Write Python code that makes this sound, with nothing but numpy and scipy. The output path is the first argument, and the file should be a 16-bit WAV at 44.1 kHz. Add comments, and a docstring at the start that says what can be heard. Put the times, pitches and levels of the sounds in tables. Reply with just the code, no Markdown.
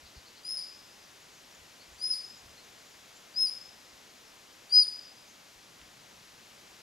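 """An otter whistles by the river

An otter gives four short, high, arched whistles from the overgrown bank of a slow river.
Brambles and the far bank scatter each call into a ringing tail. Behind it are the hiss of water
and leaves, faint small birds, a hand softly rubbing and bumping a camera, and one twig-like tick."""
import sys
import numpy as np
from scipy import signal
from scipy.fft import rfft, irfft
from scipy.io import wavfile

SR = 44100
rng = np.random.default_rng(int(sys.argv[2]) if len(sys.argv) > 2 else 0)


def dump_mix(stems):
    """Bounce the given channels to the path in sys.argv[1] as a 16-bit WAV at rate SR."""
    frames = np.atleast_2d(stems).T  # one column per channel
    limited = np.clip(frames, -1, 1)  # hard clip at full scale
    pcm = np.round(limited * 32767).astype(np.int16)
    wavfile.write(sys.argv[1], SR, pcm)


N = 300742
T, HZ = np.arange(N) / SR, np.fft.rfftfreq(N, 1 / SR)


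def amp(db):
    """Turns decibels into a number to multiply by."""
    return 10 ** (np.asarray(db) / 20)


def evened(x):
    """Scales a signal to an average strength (rms) of one."""
    return x / np.sqrt(np.mean(x ** 2) + 1e-20)


def curve(points):
    """Joins (f/Hz, value) points into a line over all frequencies, spaced by octaves."""
    f, value = np.transpose(points)
    return np.interp(np.log(HZ + 1), np.log(f + 1), value)


def add(mix, start_s, sound):
    """Lays a sound into the mix at a given time."""
    part = mix[max(round(start_s * SR), 0):][:len(sound)]
    part += sound[:len(part)]


def white():
    """The spectrum of fresh white noise."""
    return rfft(rng.standard_normal(N))


def waver(count, rate_hz):
    """A smooth random wobble, mostly slower than the given rate."""
    return evened(irfft(white() * np.exp(-(HZ / rate_hz) ** 2), N))[:count]


def hump(t, middle_s, half_width_s, db):
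    """A level that swells and fades like a bell curve."""
    return amp(db) * np.exp(-((t - middle_s) / half_width_s) ** 2)


def scatter(sound, ring_s, build_s):
    """Countless weak echoes, together as strong as the sound, build up and fade 60 dB in ring_s."""
    t = T[:SR]
    echoes = rng.standard_normal(SR) * (1 - np.exp(-t / build_s)) * amp(-60 * t / ring_s)
    tail = signal.fftconvolve(sound, echoes)[:N]
    tail -= sound * (tail @ sound) / (sound @ sound)  # keep only what is out of step with the sound
    return np.std(sound) * evened(tail)


def from_left(sound, lean_db, lag_samples=0.73, fade_hz=9000):
    """Makes stereo: the left side is louder and a touch later; the lag fades in the top treble."""
    turn = np.pi * HZ * lag_samples / SR / (1 + (HZ / fade_hz) ** 4)
    tilt = amp(lean_db / 2) * np.exp(-1j * turn)
    return irfft(rfft(sound) * np.array([tilt, 1 / tilt]), N)


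# The tone colour of the hiss: f/Hz, relative level/dB
HISS_COLOUR = [(20, -11.5), (60, -6), (110, -3), (230, -0.5), (750, -0.5), (1400, -2.5), (2000, -2),
               (5500, -4), (7000, -6.5), (8000, -11.5), (9200, -15), (10800, -13), (12500, -16.5),
               (15500, -23)]
# Its slow drift, used only as a change around the average: t/s, level/dB
HISS_DRIFT = [(0.0, -58.5), (1.19, -58), (2.01, -58), (2.49, -57.5), (5.6, -58.5), (6.82, -57.5)]
# How alike its two sides are: f/Hz, likeness/0 to 1
HISS_LIKENESS = [(60, 1), (130, 0.86), (280, 0.92), (550, 0.67), (1400, 0.83), (2000, 0.75), (7000, 0.92),
                 (9200, 0.81), (10800, 0.99)]
# How much louder its left side is: f/Hz, left minus right/dB
HISS_LEAN = [(130, 0), (1000, 1.2), (2000, 2), (5500, 3), (8000, 3), (10800, -0.1)]
# How far its left side runs ahead (negative is behind): f/Hz, phase/radians
HISS_LEAD = [(130, -0.018), (280, -0.74), (550, -1.16), (1400, -1.09), (3000, -0.55), (7000, -0.36),
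             (10800, 0)]
def hiss(level_db=-56):
    """Water and leaves make an even hiss, partly shared by left and right."""
    likeness = curve(HISS_LIKENESS)
    left = white()
    right = likeness * left + np.sqrt(1 - likeness ** 2) * white()
    right *= np.exp(-1j * curve(HISS_LEAD))
    lean = amp(curve(HISS_LEAN) / 2)
    pair = irfft(np.array([left * lean, right / lean]) * amp(curve(HISS_COLOUR)), N)
    times, db = np.transpose(HISS_DRIFT)
    drift_db = np.interp(T, times, db - db.mean())
    return pair / np.std(pair.mean(0)) * amp(level_db + drift_db)


# The tone colour of the rubbing hand: f/Hz, relative level/dB
GRIP_SPECTRUM = [(20, -14), (70, 0.5), (200, 5.5), (350, -14), (1000, -40), (4000, -65)]
# Each shift of the hand: middle t/s, half width/s, level/dB
GRIP_SHIFTS = [(.1, 0.55, -77), (2.2, 0.42, -73), (5.85, 0.32, -72), (6.6, 0.65, -72.5)]
def grip():
    """A hand shifting on the camera makes a faint, low rustle."""
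    rustle = evened(irfft(white() * amp(curve(GRIP_SPECTRUM)), N))
    return rustle * sum(hump(T, *shift) for shift in GRIP_SHIFTS)


# The tone colour of a bump: f/Hz, relative level/dB
BUMP_SPECTRUM = [(15, -18), (35, 6), (65, 10.5), (95, 0), (140, -3.5), (300, -43), (1000, -90)]
# Each bump of the hand: middle t/s, length/s, level/dB
HAND_BUMPS = [(0.043, 0.081, -63.5), (0.178, 0.0386, -53), (1.61, 0.081, -67.5), (1.93, .2, -68),
              (2.479, 0.19, -65.5), (3.95, 0.082, -71), (5.576, 0.064, -71), (5.834, .11, -68)]
def bumps():
    """Soft, low thuds of the hand travel through the camera body."""
    rumble = irfft(white() * amp(curve(BUMP_SPECTRUM)), N)
    out = np.zeros(N)
    for middle_s, length_s, db in HAND_BUMPS:
        count = int(length_s * SR)
        thud = np.hanning(count) * rumble[int(middle_s * SR):][:count]
        add(out, middle_s - length_s / 2, amp(db) * evened(thud))
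    return out


def chirp(length_s, start_hz, end_hz, rasp, warble=0.049, shake_hz=700):
    """A bird's thin, gliding note; the more its pitch shakes, the raspier it sounds."""
    t, knots = np.arange(0, length_s, 1 / SR), np.arange(0, length_s, 1 / shake_hz)
    shake = np.interp(t, knots, rng.standard_normal(len(knots)))
    hz = np.linspace(start_hz, end_hz, len(t)) * (1 + warble * rasp * shake)
    return evened(np.hanning(len(t)) * np.sin(2 * np.pi * np.cumsum(hz) / SR))


def scolding(count=4, start_s=.04, every_s=.102, note_s=.055, hz=4410, db=-60.5):
    """One bird gives a quick, even run of raspy notes."""
    song = np.zeros(N)
    for k in range(count):
        add(song, start_s + k * every_s, amp(db) * chirp(note_s, hz, hz, rasp=1.9))
    return song


# The clearer chirps of far birds: t/s, start f/Hz, end f/Hz, level before the blur/dB
BIRD_CHIRPS = [(1.50, 5500, 5780, -62.5), (1.53, 7200, 6800, -64), (1.79, 4230, 4660, -59.5),
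               (2.275, 7300, 7500, -68), (2.36, 7400, 6600, -62), (2.56, 4300, 4170, -61),
               (2.85, 7500, 6900, -65), (3.145, 7470, 7100, -62.5), (4.265, 5000, 5600, -63),
               (5.03, 5130, 5900, -62), (5.27, 6320, 6430, -61)]
def birds(straight_db=-3, echo_db=-4, twitters=70, twitter_db=-82.5):
    """Small birds scold, chirp and twitter, blurred by distance."""
    song = scolding()
    for start_s, start_hz, end_hz, db in BIRD_CHIRPS:
        add(song, start_s, amp(db) * chirp(0.0417, start_hz, end_hz, rasp=.45))
    for when, pitch, glide in rng.random((twitters, 3)):
        start_s, hz = when * T[-1], 5800 + 1700 * pitch
        lively_spell = hump(start_s, middle_s=1.9, half_width_s=0.96, db=-64.5)
        twitter = chirp(0.039, hz, hz + 1200 * (glide - .5), rasp=.8)
        add(song, start_s, (amp(twitter_db) + lively_spell) * twitter)
    blur = scatter(song, ring_s=0.15, build_s=0.0054)
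    return from_left(amp(straight_db) * song + amp(echo_db) * blur, lean_db=2.5)


CLIMB, CLIMB_S, CLIMB_POWER = .115, .092, 2.5  # the pitch starts this share below its top and eases up
DROP, DROP_MOST = .1, .5  # rough share of the pitch lost as the trail begins, and the most it can lose
LEAD_IN_DB, OPEN_S = -14, 0.0068  # the voice starts softly, then snaps open
CREST_S, SWELL_S = 0.085, 0.042  # the loudest moment; it is swell_db quieter SWELL_S before and after
RELEASE_DB, RELEASE_S = -22, 0.0082  # the voice shuts down to a faint trail
def whistle(length_s, trail_s, top_hz, lead_s, fall_s, swell_db, growth, jitter=0.0012, flutter_db=.5):
    """The otter's nearly pure tone arches up, holds and drops; returns it and its overtones."""
    t = np.arange(0, length_s + trail_s, 1 / SR)
    climb = CLIMB * np.maximum(1 - t / CLIMB_S, 0) ** CLIMB_POWER
    drop = DROP_MOST * np.tanh(DROP / DROP_MOST * np.exp((t - length_s) / fall_s))
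    hz = top_hz * (1 - climb - drop) * (1 + jitter * waver(len(t), rate_hz=250))
    phase = 2 * np.pi * np.cumsum(hz) / SR
    db = LEAD_IN_DB * np.clip(1 - (t - lead_s) / OPEN_S, 0, 1)
    db += RELEASE_DB * np.clip((t - length_s) / RELEASE_S, 0, 1)
    db += flutter_db * waver(len(t), rate_hz=120)
    db -= swell_db * ((t - CREST_S) / SWELL_S) ** 2
    soft_edges = np.sqrt(2) * signal.windows.tukey(len(t), .04)
    overtones = amp(-10) * np.sin(2 * phase) + amp(-31) * np.sin(3 * phase)
    # with growth below one the overtones swell less than the tone, so the soft ends sound reedier
    return soft_edges * amp(db) * np.sin(phase), soft_edges * amp(growth * db) * overtones


# The otter's calls: t/s, length/s, faint trail/s, top f/Hz, soft start/s, fall time/s, effort/dB,
# straight path/dB, swell/dB, late echo/dB, overtones/dB, overtone growth/dB per dB of the tone
OTTER_CALLS = [(0.431, 0.15, 0.011, 5220, 0.013, .018, -39.5, -1.5, 0.44, -24, 0.7, 0.8),
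               (1.984, .152, 0.013, 5125, 0.026, .011, -34, -1, 2.5, -36, -1, .5),
               (3.337, .141, 0.0071, 5220, 0.02, 0.0168, -38, 12.5, 4.5, -31, 3.5, 1.7),
               (4.692, .141, 0.029, 5008, 0.027, .012, -32, 16, 6, -38, -2, 0.47)]
# How much louder each call is on the left: left minus right/dB
CALL_LEANS = [3.7, 3.7, 5.2, 3.6]
def otter(bramble_db=0.5, bank_db=-0.5, late_s=0.43):
    """Each whistle arrives straight, through the nearby brambles, and back from the banks."""
    out = np.zeros((2, N))
    for call, lean_db in zip(OTTER_CALLS, CALL_LEANS):
        start_s, length_s, trail_s, top_hz, lead_s, fall_s = call[:6]
        effort_db, straight_db, swell_db, late_db, overtone_db, growth = call[6:]
        low, high = whistle(length_s, trail_s, top_hz, lead_s, fall_s, swell_db, growth)
        tone, overtones = np.zeros((2, N))
        add(tone, start_s, low)
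        add(overtones, start_s, amp(overtone_db) * high)
        heard = amp(straight_db) * tone
        heard += amp(bramble_db) * scatter(tone, ring_s=0.29, build_s=0.0042)
        heard += amp(bank_db) * scatter(tone, ring_s=0.63, build_s=0.019)
        # the far bank sends back a faint, late echo
        heard += amp(late_db) * np.roll(scatter(tone, ring_s=0.33, build_s=.008), round(late_s * SR))
        # the short waves of the overtones arrive mostly scattered and die before the banks' echo
        heard += amp(-6) * overtones + amp(-1) * scatter(overtones, ring_s=0.37, build_s=0.0018)
        out += amp(effort_db) * from_left(heard, lean_db)
    return out


# The single tick: t/s, level/dB
TWIG_TICK = (5.814, -50)
def twig(decay_s=0.0058, band_hz=(1000, 3500)):
    """A burst of noise dies at once: a light, dry tick, as of a twig."""
    start_s, db = TWIG_TICK
    t, out = T[:2000], np.zeros(N)
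    band = signal.butter(2, band_hz, "band", fs=SR, output="sos")
    snap = signal.sosfilt(band, rng.standard_normal(len(t)))
    add(out, start_s, amp(db) * evened(snap) * np.exp(-t / decay_s))
    return out


def scene():
    """The otter over the quiet riverside."""
    return hiss() + grip() + bumps() + birds() + otter() + twig()


def record(dry, edge_hz=15700):
    """Cuts away the very highest treble."""
    low_pass = signal.firwin(801, edge_hz, window=("kaiser", 9), fs=SR)
    return signal.oaconvolve(dry, low_pass[None], "same")


dry = scene()
out = record(dry)
dump_mix(out)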